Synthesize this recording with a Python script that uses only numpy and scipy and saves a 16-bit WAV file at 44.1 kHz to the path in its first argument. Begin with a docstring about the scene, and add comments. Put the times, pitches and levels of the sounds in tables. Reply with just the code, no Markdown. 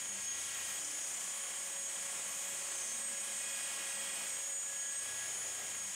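"""An electric rotary polisher buffs a car door in a workshop, sagging and recovering as it is pressed on.
The motor whines on high multiples of its rotor speed; the gearbox growls below it and throbs with each
turn of the pad. Cooling air hisses from the vents, the pad rubs and rasps on the paint and sets the
door booming, and the workshop hums faintly behind."""
import sys
import numpy as np
from scipy import signal
from scipy.fft import rfft, irfft
from scipy.io import wavfile
from scipy.ndimage import uniform_filter1d

SR = 44100
rng = np.random.default_rng(int(sys.argv[2]) if len(sys.argv) > 2 else 0)


def store_pcm(level_fs):
    """Save levels as 16-bit WAV."""
    pcm = np.round(np.clip(level_fs, -1, 1) * 32767).astype(np.int16)
    wavfile.write(sys.argv[1], SR, np.atleast_2d(pcm).T)


N = 262395
TIME = np.arange(N) / SR
GEAR_RATIO = 9.11   # rotor turns per turn of the pad


def from_db(db):
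    """Decibels to gain."""
    return 10 ** (np.asarray(db) / 20)


def rms_one(x):
    """Scale to unit rms."""
    return x / np.sqrt(np.mean(x ** 2) + 1e-20)


def in_time(points):
    """A curve through (seconds, value) points, at every sample."""
    return np.interp(TIME, *np.transpose(points))


def at_hz(points, hz):
    """Read a curve on a log-frequency axis."""
    f, value = np.transpose(points)
    return np.interp(np.log(np.maximum(hz, 1)), np.log(f), value)


def spell(start, end, edge_s):
    """A gate with soft edges: 1 between two times, 0 outside."""
    return np.clip(np.minimum(TIME - start, end - TIME) / edge_s + .5, 0, 1)


def spells(rows, edge_s):
    """A gain envelope from (start, end, dB) rows."""
    return sum(from_db(db) * spell(start, end, edge_s) for start, end, db in rows)


def drift(rate_hz):
    """Smooth random wander of rms 1."""
    step, settle = 40, 2000
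    pole = np.exp(-2 * np.pi * rate_hz * step / SR)
    white = rng.standard_normal(N // step + settle + 2)
    slow = signal.lfilter([1], [1, -2 * pole, pole * pole], white)[settle:]
    return np.interp(np.arange(N) / step, np.arange(len(slow)), rms_one(slow))


def cycle(turns):
    """A sine wave on a count of turns, at a random phase."""
    return np.sin(2 * np.pi * (turns + rng.random()))


def noise(colour):
    """Coloured noise in a narrow stereo image; rms 1."""
    # Stereo width. Each row: frequency in Hz, left-right correlation.
    likeness = [(100, 0.99), (400, 1), (1000, 0.95), (2500, .97), (8000, 0.96), (12000, .999)]
    hz = np.arange(N // 2 + 1) * SR / N
    alike = np.clip(at_hz(likeness, hz), 0, 1)
    mid, side = rfft(rng.standard_normal((2, N))) * from_db(at_hz(colour, hz))
    return rms_one(irfft(np.sqrt(1 + alike) * mid + np.sqrt(1 - alike) * side * [[1], [-1]], N))


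def partial(turns, order, fade_db, throb, rough, spread=0.035):
    """One multiple of the rotor speed, shaken by each turn of the pad and by tooth play; rms 1."""
    pad = turns / GEAR_RATIO
    level = from_db(fade_db * drift(5.9)) * (1 + throb * cycle(pad) + rough * drift(33))
    wobble = throb * cycle(pad) + rough * drift(45)
    phase = 2 * np.pi * (order * turns + rng.random()) + wobble
    # reflections off the door differ a little between left and right
    side = spread * drift(2.7) * np.cos(phase + 2 * np.pi * rng.random())
    return rms_one(level * (np.sin(phase) + side * [[1], [-1]]))


def swelling(order):
    """Gain of one partial, which swells while the tool is held at an angle that favours it."""
    # Each row: start and end in seconds, multiple of rotor speed, lift in dB.
    lifts = [(0, 0.505, 24, 2.5), (.5, .8, 50, 11), (1.08, 1.32, 50, 8), (1.102, 1.276, 25, 4),
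             (1.15, 3.1, 4, 7.5), (1.35, 1.7, 36, 4), (1.717, 1.957, 24, 5), (1.85, 2.75, 28, 4),
             (2.15, 4.3, 9, 5), (2.25, 2.6, 50, 9), (2.71, 2.984, 23, 10.5), (2.894, 5.05, 30, 5),
             (3.3, 4.4, 49, 8.5), (3.455, 3.85, 6, 4.5), (4.35, 5.003, 24, 6), (4.35, 4.8, 25, 5.5),
             (4.65, 5.285, 6, 6.5), (5.1, 5.5, 36, 7)]
    return from_db(sum(db * spell(start, end, edge_s=0.11) for start, end, k, db in lifts if k == order))


def workshop_hum(rest_db=-81):
    """A bed of low tones that waver and swell."""
    # The tones. Each row: pitch in Hz, relative level in dB.
    hum_tones = [(59, -19), (91.5, -2.5), (118.4, -3.5), (360.7, -6)]
    # Their swells. Each row: start and end in seconds, level in dB.
    hum_swells = [(-.1, .95, -75), (2.45, 3.1, -82), (5.0, 5.85, -74)]
    bed = sum(from_db(db) * rms_one(from_db(2.5 * drift(3.4)) * cycle(hz * TIME + 0.12 * drift(4)))
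              for hz, db in hum_tones)
    return (from_db(rest_db) + spells(hum_swells, edge_s=0.12)) * bed


def door_panel(pressure_db, boom_db=-4.0, drum_db=-73.5):
    """The door drums under the pad, and booms at a pitch set by where it is pressed."""
    # The booms. Each row: start and end in seconds, pitch in Hz, relative level in dB.
    panel_booms = [(.04, .22, 198, -61), (.63, 0.803, 195, -62.5), (.78, 1.05, 298, -65),
                   (1.046, 1.75, 185, -71.5), (1.95, 2.08, 198, -66), (2.43, 2.57, 190, -63),
                   (2.553, 2.92, 364, -65), (2.88, 3.15, 230, -60.5), (3.2, 3.6, 210, -66.5),
                   (3.856, 4.3, 203, -64), (5.732, 5.95, 196, -63.5)]
    # The steady drumming. Each row: frequency in Hz, relative level in dB.
    drum_colour = [(100, -31), (165, -11.5), (195, 3.5), (225, -7), (260, -3.5), (400, -36)]
    booms = 0
    for start, end, hz, db in panel_booms:
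        tone = rms_one((1 + 0.38 * drift(11)) * cycle(hz * TIME + 0.12 * drift(10)))
        booms += from_db(boom_db + db) * spell(start, end, edge_s=0.12) * tone
    return booms + from_db(drum_db + pressure_db) * noise(drum_colour)


def pad_rub(turns, pressure_db, rub_db=-51.0):
    """The pad rubs unevenly round each turn, and scuffs on its rim when tilted."""
    # Colours of the rub and the scuff. Each row: frequency in Hz, relative level in dB.
    rub_colour = [(20, -21), (55, -10.5), (110, -11), (170, -6), (300, -4.5), (470, -2.5), (660, 1.5),
                  (1000, 1), (1450, 0), (2200, 4), (2800, 0), (3200, 1.5), (4200, -7.5), (7000, -14)]
    scuff_colour = [(200, -29), (380, -0.5), (700, 0), (1000, -11), (1400, -6), (2200, -20)]
    # The rim scuffs. Each row: start and end in seconds, level in dB.
    rim_scuffs = [(4.98, 5.72, -61.5)]
    pad = turns / GEAR_RATIO
    uneven = 1 + 0.1 * cycle(pad) + 0.13 * cycle(2 * pad)
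    face = noise(rub_colour) * from_db(rub_db + pressure_db)
    rim = noise(scuff_colour) * spells(rim_scuffs, edge_s=0.11)
    return (face + rim) * uneven * from_db(0.75 * drift(10))


def pad_rasp(turns, grab, rasp_db=2.0):
    """A grabbing pad rasps brightly once a turn."""
    # Colour of the rasp. Each row: frequency in Hz, relative level in dB.
    rasp_colour = [(3500, -40), (5200, -4.5), (5900, 0), (6500, 5), (7300, -3), (8700, 0.5), (11000, -28)]
    pulses = rms_one(np.exp(.7 * cycle(turns / GEAR_RATIO) + 0.31 * drift(31)))
    return from_db(rasp_db) * grab * pulses * noise(rasp_colour)


def vent_air(turns, pressure_db, vent_db=-47.0, chop=0.16):
    """Cooling air hisses from the vents, chopped by the fan and louder under pressure."""
    # Colour of the hiss. Each row: frequency in Hz, relative level in dB.
    vent_colour = [(30, -55), (1500, -17.5), (4200, -11), (5800, -6.5), (6700, -1.5), (7500, -1), (8400, 1),
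                   (9300, -2), (10200, -4.5), (11200, -13.5), (12500, -21), (13700, -21), (15500, -25)]
    air = noise(vent_colour) * (1 + chop * cycle(turns))
    return air * from_db(vent_db + 0.78 * pressure_db + 1.2 * drift(9.9))


def gearbox(turns, load_db, growl_db=-63.2, drone_db=-61.5, housing_db=-62):
    """Loaded gears growl and drone, the higher partials throbbing more; the housing rings each pad turn."""
    # The growl. Each row: multiple of rotor speed, relative level in dB.
    gear_partials = [(4, -8), (5, -8.5), (7, 0), (8, -4), (9, -2.5), (10, -3.5), (11, -2), (12, 0),
                     (13, -9), (14, -7.5), (16, -6.5), (18, -5.5), (19, -5.5)]
    # The housing's ring. Each row: frequency in Hz, relative level in dB.
    housing_colour = [(2500, -41), (2950, -14), (3080, -0.5), (3200, -4), (3400, -14), (3900, -40)]
    growl = 0
    for order, db in gear_partials:
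        tone = partial(turns, order, fade_db=1.7, throb=min(0.048 * order, .6), rough=0.11)
        growl += from_db(db) * swelling(order) * tone
    drone = swelling(order=6) * partial(turns, order=6, fade_db=1.8, throb=0.27, rough=0.076)
    housing = noise(housing_colour) * rms_one(np.exp(.7 * cycle(turns / GEAR_RATIO)))
    return (from_db(growl_db + load_db) * growl
            + from_db(drone_db + 0.35 * load_db) * drone
            + from_db(housing_db + 0.75 * load_db) * housing)


def motor(turns, reach, whine_db=0.28, bearing_db=-60, bearing_order=24.67, pole_db=-65.0):
    """Commutator and fan partials whine, each beamed its own way; a bearing sings and two poles hum."""
    # The whine. Each row: multiple of rotor speed, relative level in dB at half reach,
    # dB gained from no reach to full reach.
    whine_partials = [(20, -68, 3), (21, -66, -1), (22, -69, 0), (23, -57.5, 1.5), (24, -50.5, -4.5),
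                      (25, -50.5, -1.5), (26, -55.5, 4.5), (27, -59, 4), (28, -59, 4.5), (29, -58.5, 5),
                      (30, -53, 5), (31, -57, 7), (32, -56, 6), (33, -61.5, -10), (35, -72, -4),
                      (36, -61, 4), (47, -78, 6), (48, -75, 8), (49, -72.5, 2), (50, -71, 2), (51, -78, 0)]
    whine = 0
    for order, db, reach_db in whine_partials:
        tone = partial(turns, order, fade_db=2.27, throb=0.14, rough=0.17)
        whine += from_db(whine_db + db + reach_db * (reach - .5)) * swelling(order) * tone
    bearing = rms_one(from_db(5.1 * drift(2.2)) * cycle(bearing_order * turns))
    poles = partial(turns, order=2, fade_db=1.6, throb=0.1, rough=0.17)
    return whine + from_db(bearing_db) * bearing + from_db(pole_db + 9 * (reach - .5)) * poles


def scene(jitter_hz=0.1033, judder_hz=0.477, ripple_hz=1.1, mains_hz=60):
    """Speed, reach and pressure drive the polisher, a little left of centre, over the door and the hum."""
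    # Motor speed. Each row: time in seconds, rotor turns per second.
    rotor_speed = [(0.0, 275.5), (0.3, 273.5), (0.45, 276.9), (0.69, 271.0), (0.74, 271.7), (0.89, 280.4),
                   (1.01, 278.3), (1.28, 281.7), (1.42, 277.8), (1.77, 278.7), (1.87, 276.5), (2.07, 277.7),
                   (2.17, 276.2), (2.4, 278.3), (2.72, 276.4), (2.78, 274.6), (3.18, 277.0), (4.11, 274.7),
                   (4.64, 279.2), (5.12, 277.1), (5.4, 278.1), (5.58, 274.3), (5.75, 274.4), (5.95, 277.0)]
    # The tool is pushed up the door and drawn back. Each row: time in seconds, reach from 0 to 1.
    arm_reach = [(0, 0), (.6, 0.17), (1.5, 0.6), (3.0, 0.89), (4.2, 1), (4.8, 0.64), (5.4, .1), (5.95, 0)]
    # How hard the pad bears on the paint. Each row: time in seconds, friction in dB against normal.
    pad_pressure = [(0, -0.5), (.2, -1.4), (.62, 1.5), (.85, -1), (1.26, 0.5), (1.8, -2), (2.15, 1.4),
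                    (2.42, -.4), (2.68, 1.5), (3.2, -0.2), (3.6, 2), (4.22, 2.2), (4.6, -3), (4.85, -2.5),
                    (5.06, -1.5), (5.38, 0.5), (5.6, -1.1), (5.95, -2.5)]
    # The operator leans in and the gears labour. Each row: start and end in seconds, lift in dB.
    leans = [(.2, .8, 4.5), (3.38, 4.252, 4.5), (4.75, 5.298, 4.0)]
    # The pad grabs the paint. Each row: start and end in seconds, relative rasp level in dB.
    pad_grabs = [(0.241, .44, -53.5), (0.477, .60, -56), (0.767, 1.121, -51.5), (1.119, 1.312, -50),
                 (1.548, 1.722, -56.5), (1.946, 2.552, -58), (2.773, 2.924, -53), (5.252, 5.43, -59.5)]
    rotor_hz, reach, pressure_db = in_time(rotor_speed), in_time(arm_reach), in_time(pad_pressure)
    grab = spells(pad_grabs, edge_s=0.032)
    # the gears growl more as the load drags the rotor down
    sag_hz = rotor_hz.mean() - rotor_hz
    lean_db = sum(db * spell(start, end, edge_s=0.16) for start, end, db in leans)
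    load_db = 0.6 * pressure_db + 0.21 * sag_hz + lean_db
    # a grabbing pad shakes the speed, and the torque pulses twice per mains cycle
    shake = (jitter_hz + judder_hz * grab / grab.max()) * drift(14.1)
    ripple = ripple_hz * cycle(2 * mains_hz * TIME)
    turns = np.cumsum(rotor_hz + shake + ripple) / SR
    tool = motor(turns, reach) + gearbox(turns, load_db) + vent_air(turns, pressure_db)
    tool += pad_rub(turns, pressure_db) + pad_rasp(turns, grab)
    left_db = 1.47 - 1.7 * reach   # left minus right: near the centre at full reach
    return tool * from_db(left_db * np.array([[.5], [-.5]])) + door_panel(pressure_db) + workshop_hum()


def record(dry, target_db=-40.5, strength=0.51, window_s=0.037, cutoff_hz=15650):
    """Fast gain control draws the level about halfway to a target; a steep low-pass cuts the top."""
    power = uniform_filter1d(np.mean(dry ** 2, axis=0), int(window_s * SR))
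    levelled = dry * from_db(strength * (target_db - 10 * np.log10(power)))
    return signal.sosfilt(signal.ellip(12, .2, 80, cutoff_hz, fs=SR, output="sos"), levelled)


dry = scene()
out = record(dry)
store_pcm(out)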